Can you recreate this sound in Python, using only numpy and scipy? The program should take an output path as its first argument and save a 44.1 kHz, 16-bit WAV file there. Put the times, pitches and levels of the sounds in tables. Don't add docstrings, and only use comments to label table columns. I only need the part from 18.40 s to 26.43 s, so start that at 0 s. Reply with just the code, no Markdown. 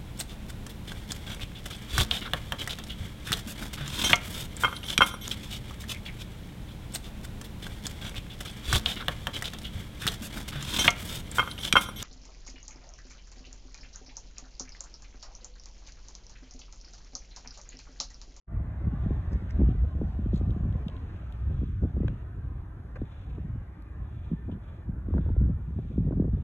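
import sys
import numpy as np
from scipy import signal
from scipy.fft import rfft, irfft, next_fast_len
from scipy.io import wavfile
from scipy.ndimage import uniform_filter1d

SR = 44100
rng = np.random.default_rng(int(sys.argv[2]) if len(sys.argv) > 2 else 0)


def put_to_file(sound):
    columns = np.atleast_2d(sound).T
    safe = np.clip(columns, -1, 1)
    whole_steps = np.round(safe * 32767)
    wavfile.write(sys.argv[1], SR, whole_steps.astype(np.int16))


N = 354123
T = np.arange(N) / SR

# t/s, tyre roar before trim/dB, tyre hiss/dB
ROAD_LEVEL = [(0.1, -59, -82.5), (0.7, -55.5, -69.5), (1.7, -60.5, -71), (2.6, -57.5, -70.5),
              (3.4, -60, -74.5), (4.1, -60, -77.5), (6.4, -62, -79.5), (7.0, -60.5, -81.5),
              (7.45, -65.5, -74), (8.0, -64, -81.5)]
# f/Hz, relative level/dB
ROAR_SPECTRUM = [(150, 5), (300, 8.5), (480, -0.5), (650, -3), (1250, -2.5), (1750, -7), (2100, -15),
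                 (2700, -34), (4000, -57)]
HISS_SPECTRUM = [(1200, -27), (2400, 3.5), (2850, -1), (3500, -2.5), (4600, -8), (5500, -14.5),
                 (7000, -17.5), (11000, -33), (15000, -37)]
AIR_SPECTRUM = [(2000, 6), (6500, -5.5), (8500, -7.5), (11000, -0.5), (14000, -13.5), (15500, -20.5)]
# t/s, level/dB
ENGINE_LEVEL = [(0, -63), (1.0, -65.5), (2.5, -66), (3.5, -80)]
# f/Hz, width/Hz, relative level/dB
EXHAUST_MODES = [(627, 260, 3.5), (1039, 35, -4.5), (1178, 25, -4)]
# crest t/s, level/dB, length/s
RUSHES = [(0.309, -66, 0.59), (0.943, -67, 0.3), (5.147, -69.5, 0.54)]
# f/Hz, base level/dB
BUZZ_PARTIALS = [(884, -84.5), (1178, -84.5), (1771, -78.5), (1949, -87.5), (2362, -79.5), (2421, -79.5),
                 (2597, -85.5), (3483, -94.5)]
# t/s, gain/dB
BUZZ_GAIN = [(5.3, -9), (5.8, -0.5), (6.35, 3), (6.55, -11)]
# crest t/s, base level/dB, length/s, ring f/Hz
SWISHES = [(0.664, -69, 0.13, 3570), (2.716, -69, 0.47, 2650), (3.193, -69, 0.22, 3370),
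           (3.722, -70, 0.15, 2800), (4.747, -67.5, 0.23, 3500), (4.943, -73, 0.18, 2650),
           (5.824, -70, 0.25, 3420), (6.295, -72, 0.16, 3320), (6.82, -71, 0.19, 3500),
           (7.487, -74, 0.21, 3500), (8.02, -69.5, 0.15, 3540)]
# f/Hz, relative level/dB
CLOTH_SPECTRUM = [(1200, -16), (2400, 8.5), (3000, 2), (3600, 1), (4100, -2.5), (4500, -12.5),
                  (7000, -14.5), (11000, -32.5), (15000, -47)]
# t/s, level/dB, half length/s, centre f/Hz
RUBS = [(0.929, -63, 0.022, 5200), (1.101, -57, 0.027, 1860), (1.11, -67, 0.033, 4600),
        (1.302, -64, 0.037, 2790), (1.962, -60.5, 0.057, 3840), (1.973, -70, 0.034, 5900)]
# t/s, peak/dB, ring f/Hz, t60/s, contact/dB
TICKS = [(2.106, -46.5, 3200, 0.017, -59), (2.326, -51, 3060, .008, -56), (2.483, -39, 3030, 0.011, -43.5),
         (2.498, -48, 3130, .007, -53), (2.566, -49.5, 3030, .0064, -57), (2.924, -49.5, 3240, 0.014, -43),
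         (3.682, -40, 3150, 0.0061, -47), (4.618, -60, 3900, .005, -55), (5.423, -61, 4300, .003, -47.5),
         (6.114, -53, 3080, 0.14, -67)]
# t/s, peak/dB, length/s, tilt/(dB per octave)
KNOCKS = [(2.486, -43.5, 0.011, -14), (3.6793, -32.5, 0.0034, 1), (4.556, -38, 0.017, -1.5)]
# f/Hz, width/Hz, relative level/dB
CASE_MODES = [(528, 166, 7.5), (1056, 380, 4.5), (1470, 400, 5), (2320, 340, -2.5), (3500, 1500, -13),
              (5900, 650, -41)]
# t/s, base rumble/dB
BREEZE = [(0.1, -34), (1.0, -32.5), (1.4, -40.5), (2.3, -33.5), (2.85, -40), (3.3, -33), (3.9, -38.5),
          (4.75, -42.5), (5.1, -38), (5.45, -44.5), (5.8, -37), (6.38, -41.5), (6.88, -27), (7.25, -36.5),
          (7.9, -38)]
# crest t/s, length/s, base rumble/dB, base buffeting/dB
GUSTS = [(0.184, 0.061, -27.5, -37), (0.465, 0.052, -25.5, -37.5), (0.698, 0.12, -26, -36.5),
         (0.946, 0.05, -25.5, -31), (1.254, 0.14, -20.5, -27.5), (1.425, 0.088, -22.5, -34.5),
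         (1.62, 0.12, -26.5, -32.5), (1.885, 0.24, -27, -38.5), (2.078, 0.11, -26.5, -31.5),
         (2.273, 0.15, -26, -30), (3.153, 0.24, -29.5, -37.5), (3.449, 0.035, -27, -24),
         (3.637, 0.14, -29, -32), (4.083, 0.17, -34.5, -43), (4.618, 0.046, -31, -36.5),
         (5.035, 0.22, -35.5, -37), (5.61, 0.046, -35.5, -38), (6.118, 0.088, -35.5, -33),
         (6.533, 0.079, -32.5, -38.5), (6.757, 0.064, -24, -25), (7.051, 0.12, -23.5, -28),
         (7.367, 0.14, -38.5, -33), (7.627, 0.15, -29, -28), (7.823, 0.23, -31, -30.5),
         (7.94, 0.082, -25.5, -30.5)]
# f/Hz, relative level/dB
RUMBLE_SPECTRUM = [(16, -44.5), (31, -9.5), (42, -1.5), (60, 5), (80, 1), (110, -2), (135, -12),
                   (190, -55.5), (500, -110)]
BUFFET_SPECTRUM = [(40, -60.5), (70, -27), (100, -8), (140, 3.5), (180, -4), (260, -14.5), (380, -20),
                   (520, -38.5), (1200, -110)]
FLUTTER_SPECTRUM = [(100, -31), (320, 1.5), (450, -1.5), (650, -11), (900, -23.5), (1400, -28.5),
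                    (3000, -85)]
# t/s, level/dB, half length/s, upper f/Hz
CRACKLES = [(1.218, -52, .005, 1000), (6.097, -47.5, 0.006, 960), (6.74, -45, 0.002, 1510),
            (6.781, -44, 0.0077, 1490), (6.892, -45, 0.0033, 1250), (7.725, -51, .008, 1500),
            (7.852, -47, 0.0018, 1050)]
# t/s, peak before trim/dB, starting f/Hz
EDDIES = [(0.47, -21.5, 260), (0.532, -23.5, 320), (0.66, -21, 380), (0.706, -20.5, 560),
          (1.02, -31.5, 520), (1.191, -20.5, 370), (1.203, -16.5, 500), (1.215, -15.5, 550),
          (1.234, -23, 500), (1.287, -20, 450), (1.614, -20, 695), (1.629, -26, 430), (1.789, -24.5, 420),
          (1.859, -21.5, 469), (1.931, -21.5, 600), (1.938, -17, 340), (2.011, -24, 600), (2.094, -25, 520),
          (2.162, -25, 489), (2.251, -23, 340), (2.463, -23, 290), (3.216, -26, 430), (3.231, -23.5, 500),
          (3.424, -31.5, 560), (3.452, -27, 510), (3.566, -28, 780), (3.576, -25, 480), (3.603, -21.5, 520),
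          (3.632, -24.5, 700), (3.645, -23, 540), (3.728, -33, 470), (4.616, -23.5, 600),
          (4.984, -32.5, 450), (5.157, -34, 420), (5.914, -19.5, 350), (5.931, -19, 307), (6.088, -28, 565),
          (6.123, -30.5, 480), (6.49, -22, 280), (6.684, -27, 540), (6.706, -31.5, 660),
          (6.739, -27.5, 700), (6.768, -30.5, 950), (6.784, -25, 650), (6.862, -30.5, 720),
          (6.901, -24.5, 480), (6.964, -29, 800), (7.014, -19, 400), (7.091, -28.5, 568), (7.387, -28, 685),
          (7.579, -14.5, 430), (7.611, -23.5, 420), (7.708, -22.5, 720), (7.721, -27.5, 480),
          (7.771, -17, 310), (7.798, -11.5, 470), (7.822, -23.5, 650), (7.843, -26, 700),
          (7.851, -25.5, 700)]
# f/Hz, left-right likeness from 0 to 1
PORT_LIKENESS = [(300, 0.99), (450, 0.65), (700, 1), (1200, 0.18), (1750, 0.59), (2400, 0.035),
                 (3400, 0.33), (4600, 0.99)]
# f/Hz, phase/rad
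PORT_LAG = [(900, 0), (1700, .6), (2500, 1.6), (3600, 1.7), (4600, 3.1), (5700, 4.7), (6500, 6.2),
            (7400, 6.4), (9000, 9.4), (15300, 18.8)]
# t/s, f/Hz
MONO_CORNER = [(1.8, 950), (3.2, 250), (4.3, 367), (6.1, 175), (7.48, 265), (7.63, 600)]

FFT_SIZE = next_fast_len(N, True)
FFT_HZ = np.maximum(np.arange(FFT_SIZE // 2 + 1) * SR / FFT_SIZE, 1)


def from_db(db):
    return 10 ** (np.asarray(db) / 20)


def rms_one(x):
    return x / np.sqrt(np.mean(x ** 2) + 1e-20)


def in_time(rows):
    times, *columns = np.transpose(rows)
    return [np.interp(T, times, column) for column in columns]


def over_frequency(points):
    hz, value = np.transpose(points)
    return np.interp(np.log(FFT_HZ), np.log(hz), value)


def noise(spectrum):
    white = rfft(rng.standard_normal(FFT_SIZE))
    return rms_one(irfft(white * from_db(over_frequency(spectrum)), FFT_SIZE)[:N])


def drift(rate_hz, hop=40):
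    pole = np.exp(-2 * np.pi * hop * rate_hz / SR)
    white = rng.standard_normal(N // hop + 2002)
    slow = signal.lfilter([1], [1, -2 * pole, pole * pole], white)[2000:]
    return np.interp(np.arange(N) / hop, np.arange(len(slow)), rms_one(slow))


def evened(x, span_s):
    width = int(span_s * SR)
    return x / np.sqrt(uniform_filter1d(uniform_filter1d(x ** 2, width), width) + 1e-6)


def resonance(x, hz, width_hz):
    r = np.exp(-np.pi * width_hz / SR)
    section = [1 - r, 0, r - 1, 1, -2 * r * np.cos(2 * np.pi * hz / SR), r * r]
    return signal.sosfilt([section, section], x)


def swell(crest_s, length_s, rise_share=0.46):
    reach_s = length_s * np.where(T < crest_s, rise_share, 1 - rise_share)
    return np.exp(-np.minimum(((T - crest_s) / reach_s) ** 2, 60) / 2)


def at_ports(common, diffuse):
    alike = over_frequency(PORT_LIKENESS)
    fade = signal.windows.tukey(N, 0.002)
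    mid = np.sqrt((1 + alike) / 2) * rfft(common * fade, FFT_SIZE)
    side = np.sqrt((1 - alike) / 2) * rfft(diffuse * fade, FFT_SIZE)
    lag = np.exp(-1j * np.interp(FFT_HZ, *np.transpose(PORT_LAG)))
    return irfft([mid + side, (mid - side) * lag], FFT_SIZE)[:, :N]


def traffic(roar_trim_db=5.5, air_db=-80):
    roar_db, hiss_db = in_time(ROAD_LEVEL)
    waver_db = 0.5 * drift(8)
    roar = from_db(roar_db + roar_trim_db + waver_db)
    hiss = from_db(hiss_db + waver_db)
    common, diffuse = [roar * noise(ROAR_SPECTRUM) + hiss * noise(HISS_SPECTRUM)
                       + from_db(air_db) * noise(AIR_SPECTRUM) for _ in range(2)]
    return at_ports(common, diffuse)


def engine():
    level_db, = in_time(ENGINE_LEVEL)
    white = rng.standard_normal((2, N))
    drone = sum(from_db(db) * rms_one(resonance(white, hz, width)) for hz, width, db in EXHAUST_MODES)
    return at_ports(*from_db(level_db) * drone)


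def rush(centre_hz=1800, width_hz=800):
    level = sum(from_db(db) * swell(s, length, rise_share=0.29) for s, db, length in RUSHES)
    band = rms_one(resonance(rng.standard_normal((2, N)), centre_hz, width_hz))
    return at_ports(*level * band)


def from_afar(x, depth_db=3.0, span_s=0.12, span_hz=70):
    hz, s, frames = signal.stft(x, SR, nperseg=2048)
    fading = rng.standard_normal(frames.shape[-2:])
    fading = uniform_filter1d(fading, round(span_hz / hz[1]), axis=0)
    fading = uniform_filter1d(fading, round(span_s / s[1]), axis=1)
    return signal.istft(frames * from_db(depth_db * rms_one(fading)), SR)[1][..., :N]


def buzz(waver_db=5.5, wander_rad=1.5):
    gain_db, = in_time(BUZZ_GAIN)
    hum = np.zeros(N)
    for hz, db in BUZZ_PARTIALS:
        amplitude = np.sqrt(2) * from_db(db + gain_db + waver_db * drift(4.6))
        hum += amplitude * np.sin(2 * np.pi * hz * T + wander_rad * drift(3.7))
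    return at_ports(hum, np.zeros(N))


def swishes(grain_db=2.0, hiss_db=-2.0, ring_db=-6.0, ring_width_hz=420):
    hiss = from_db(hiss_db) * np.array([noise(CLOTH_SPECTRUM), noise(CLOTH_SPECTRUM)])
    white = rng.standard_normal((2, N))
    strokes = np.zeros((2, N))
    for s, db, length, hz in SWISHES:
        ring = from_db(ring_db) * rms_one(resonance(white, hz, ring_width_hz))
        strokes += from_db(db) * swell(s, length) * (hiss + ring)
    return at_ports(*strokes * from_db(grain_db * drift(40)))


def rubs(width_hz=2200, grain_db=4.5):
    out = np.zeros(N)
    friction = rng.standard_normal(N) * from_db(grain_db * drift(150))
    for s, level_db, half_s, hz in RUBS:
        near = np.abs(T - s) < half_s
        band = rms_one(resonance(friction[near], hz, min(width_hz, hz / 2)))
        out[near] += from_db(level_db) * np.hanning(near.sum()) * band
    return out


def ticks(width_share=0.31, chatter=0.45):
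    out, t = np.zeros(N), T[:SR // 10]
    for s, peak_db, hz, t60, contact_db in TICKS:
        burst = chatter * rng.standard_normal(len(t)) * from_db(-60 * t / t60)
        burst[0] += 2
        tick = resonance(burst, hz, width_share * hz)
        start = int(s * SR)
        out[start:start + len(t)] += from_db(peak_db) * tick / np.abs(tick).max()
        out[start] += from_db(contact_db)
    return out


def knocks():
    out, t = np.zeros(N), T[:SR // 10]
    for s, peak_db, length, tilt_db in KNOCKS:
        push = rng.standard_normal(len(t)) * np.exp(-(t / length) ** 4)
        body = sum(from_db(db + tilt_db * np.log2(hz / 1000)) * rms_one(resonance(push, hz, width))
                   for hz, width, db in CASE_MODES)
        start = int(s * SR)
        out[start:start + len(t)] += from_db(peak_db) * body / np.abs(body).max()
    return out


def crackle(low_hz=480, tilt_db_per_octave=-5, edge_db_per_octave=-40):
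    out = np.zeros((2, N))
    for s, level_db, half_s, upper_hz in CRACKLES:
        near = np.abs(T - s) < half_s
        size = near.sum()
        hz = np.maximum(np.arange(size // 2 + 1) * SR / size, 1)
        colour_db = tilt_db_per_octave * np.log2(hz / low_hz)
        colour_db += edge_db_per_octave * np.maximum(np.log2(hz / upper_hz), 0)
        rasp = irfft(rfft(rng.standard_normal((2, size))) * from_db(colour_db) * (hz > low_hz), size)
        out[:, near] += from_db(level_db) * rms_one(rasp * np.hanning(size))
    return at_ports(*out)


def thud(start_hz, rest_hz=138, port_hz=55):
    t = T[:SR // 16]
    fall_s = 0.004 * (start_hz / 500) ** -0.4
    hz = rest_hz + (start_hz - rest_hz) * np.exp(-t / fall_s)
    age = t / (0.84 * fall_s)
    wave = age ** 1.404 * np.exp(-age) * np.sin(2 * np.pi * np.cumsum(hz) / SR)
    wave = signal.sosfilt(signal.butter(2, port_hz, "high", fs=SR, output="sos"), wave)
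    return wave / np.abs(wave).max()


def eddies(trim_db=-2.5, uneven=0.7, tilt_db_per_octave=-0.5):
    common, diffuse = np.zeros((2, N))
    for s, peak_db, start_hz in EDDIES:
        wave = from_db(peak_db + trim_db + tilt_db_per_octave * np.log2(start_hz / 500)) * thud(start_hz)
        at = slice(int(s * SR), int(s * SR) + len(wave))
        common[at] += wave
        diffuse[at] += wave * uneven * rng.choice([-1, 1])
    return at_ports(common, diffuse)


def eddy_swarm(per_s=110, spread_db=3.5, low_hz=190, high_hz=440, sizes=5):
    out = np.zeros(N)
    for hz in np.geomspace(low_hz, high_hz, sizes):
        arrives = rng.random(N) < per_s / sizes / SR
        strength = rng.standard_normal(N)
        kicks = arrives * np.sign(strength) * from_db(spread_db * np.abs(strength))
        out += signal.oaconvolve(kicks, thud(hz))[:N] * low_hz / hz
    return rms_one(out)


def airflow(breeze_buffet_db=-7):
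    breeze_db, = in_time(BREEZE)
    rumble = from_db(breeze_db) ** 2
    buffet = from_db(breeze_db + breeze_buffet_db) ** 2
    for s, length, rumble_db, buffet_db in GUSTS:
        gust = swell(s, length, rise_share=0.5)
        rumble += (from_db(rumble_db) * gust) ** 2
        buffet += (from_db(buffet_db) * gust) ** 2
    return 10 * np.log10([rumble, buffet])


def turbulence(surge_db=1.5, lump_db=8.0, burst_db=7.0, fine_growth=1.37, pivot_db=-32):
    rumble_db, buffet_db = airflow()
    fine_db = pivot_db + fine_growth * (buffet_db - pivot_db)
    lumps = drift(24)
    rumble = from_db(rumble_db + surge_db * drift(7.3)) * evened(noise(RUMBLE_SPECTRUM), span_s=0.064)
    swarm = from_db(fine_db - 4.5) * evened(eddy_swarm(), span_s=0.05)
    common, diffuse = np.zeros((2, N))
    for part in (common, diffuse):
        buffet = evened(noise(BUFFET_SPECTRUM) * from_db(lump_db * lumps), span_s=0.076)
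        flutter = evened(noise(FLUTTER_SPECTRUM) * from_db(burst_db * lumps), span_s=0.34)
        part += from_db(buffet_db - 5) * buffet + from_db(fine_db - 20.5) * flutter
    return at_ports(rumble + swarm + common, diffuse)


def midrange_dip(x, at_s=3.325, half_s=0.085, centre_hz=660, width_octaves=0.5, depth_db=-17):
    hz, s, frames = signal.stft(x, SR, nperseg=1024)
    band = np.exp(-(np.log2(np.maximum(hz, 1) / centre_hz) / width_octaves) ** 2)
    moment = np.exp(-((s - at_s) / half_s) ** 4)
    return signal.istft(frames * from_db(depth_db * np.outer(band, moment)), SR)[1][..., :N]


def narrow_bass(x, order=8.5, leak_db=-50):
    corner_hz, = in_time(MONO_CORNER)
    mid, side = (x[0] + x[1]) / 2, (x[0] - x[1]) / 2
    hz, s, frames = signal.stft(side, SR, nperseg=1024)
    highpass = 1 / np.sqrt(1 + (np.interp(s, T, corner_hz) / np.maximum(hz, 1)[:, None]) ** (2 * order))
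    side = signal.istft(frames * (highpass + from_db(leak_db)), SR)[1][:N]
    return np.array([mid + side, mid - side])


def scene():
    wash = from_afar(traffic() + engine() + rush())
    hand = at_ports(*[ticks() + rubs() + knocks() for _ in range(2)])
    return midrange_dip(wash + turbulence()) + eddies() + crackle() + swishes() + hand + buzz()


def record(dry):
    opening = from_db(np.interp(T, [0.062, 0.08, 0.13], [-65, -7, 0]))
    top_cut = signal.cheby2(12, 60, 16000, fs=SR, output="sos")
    return signal.sosfilt(top_cut, narrow_bass(dry) * opening)


dry = scene()
out = record(dry)
put_to_file(out)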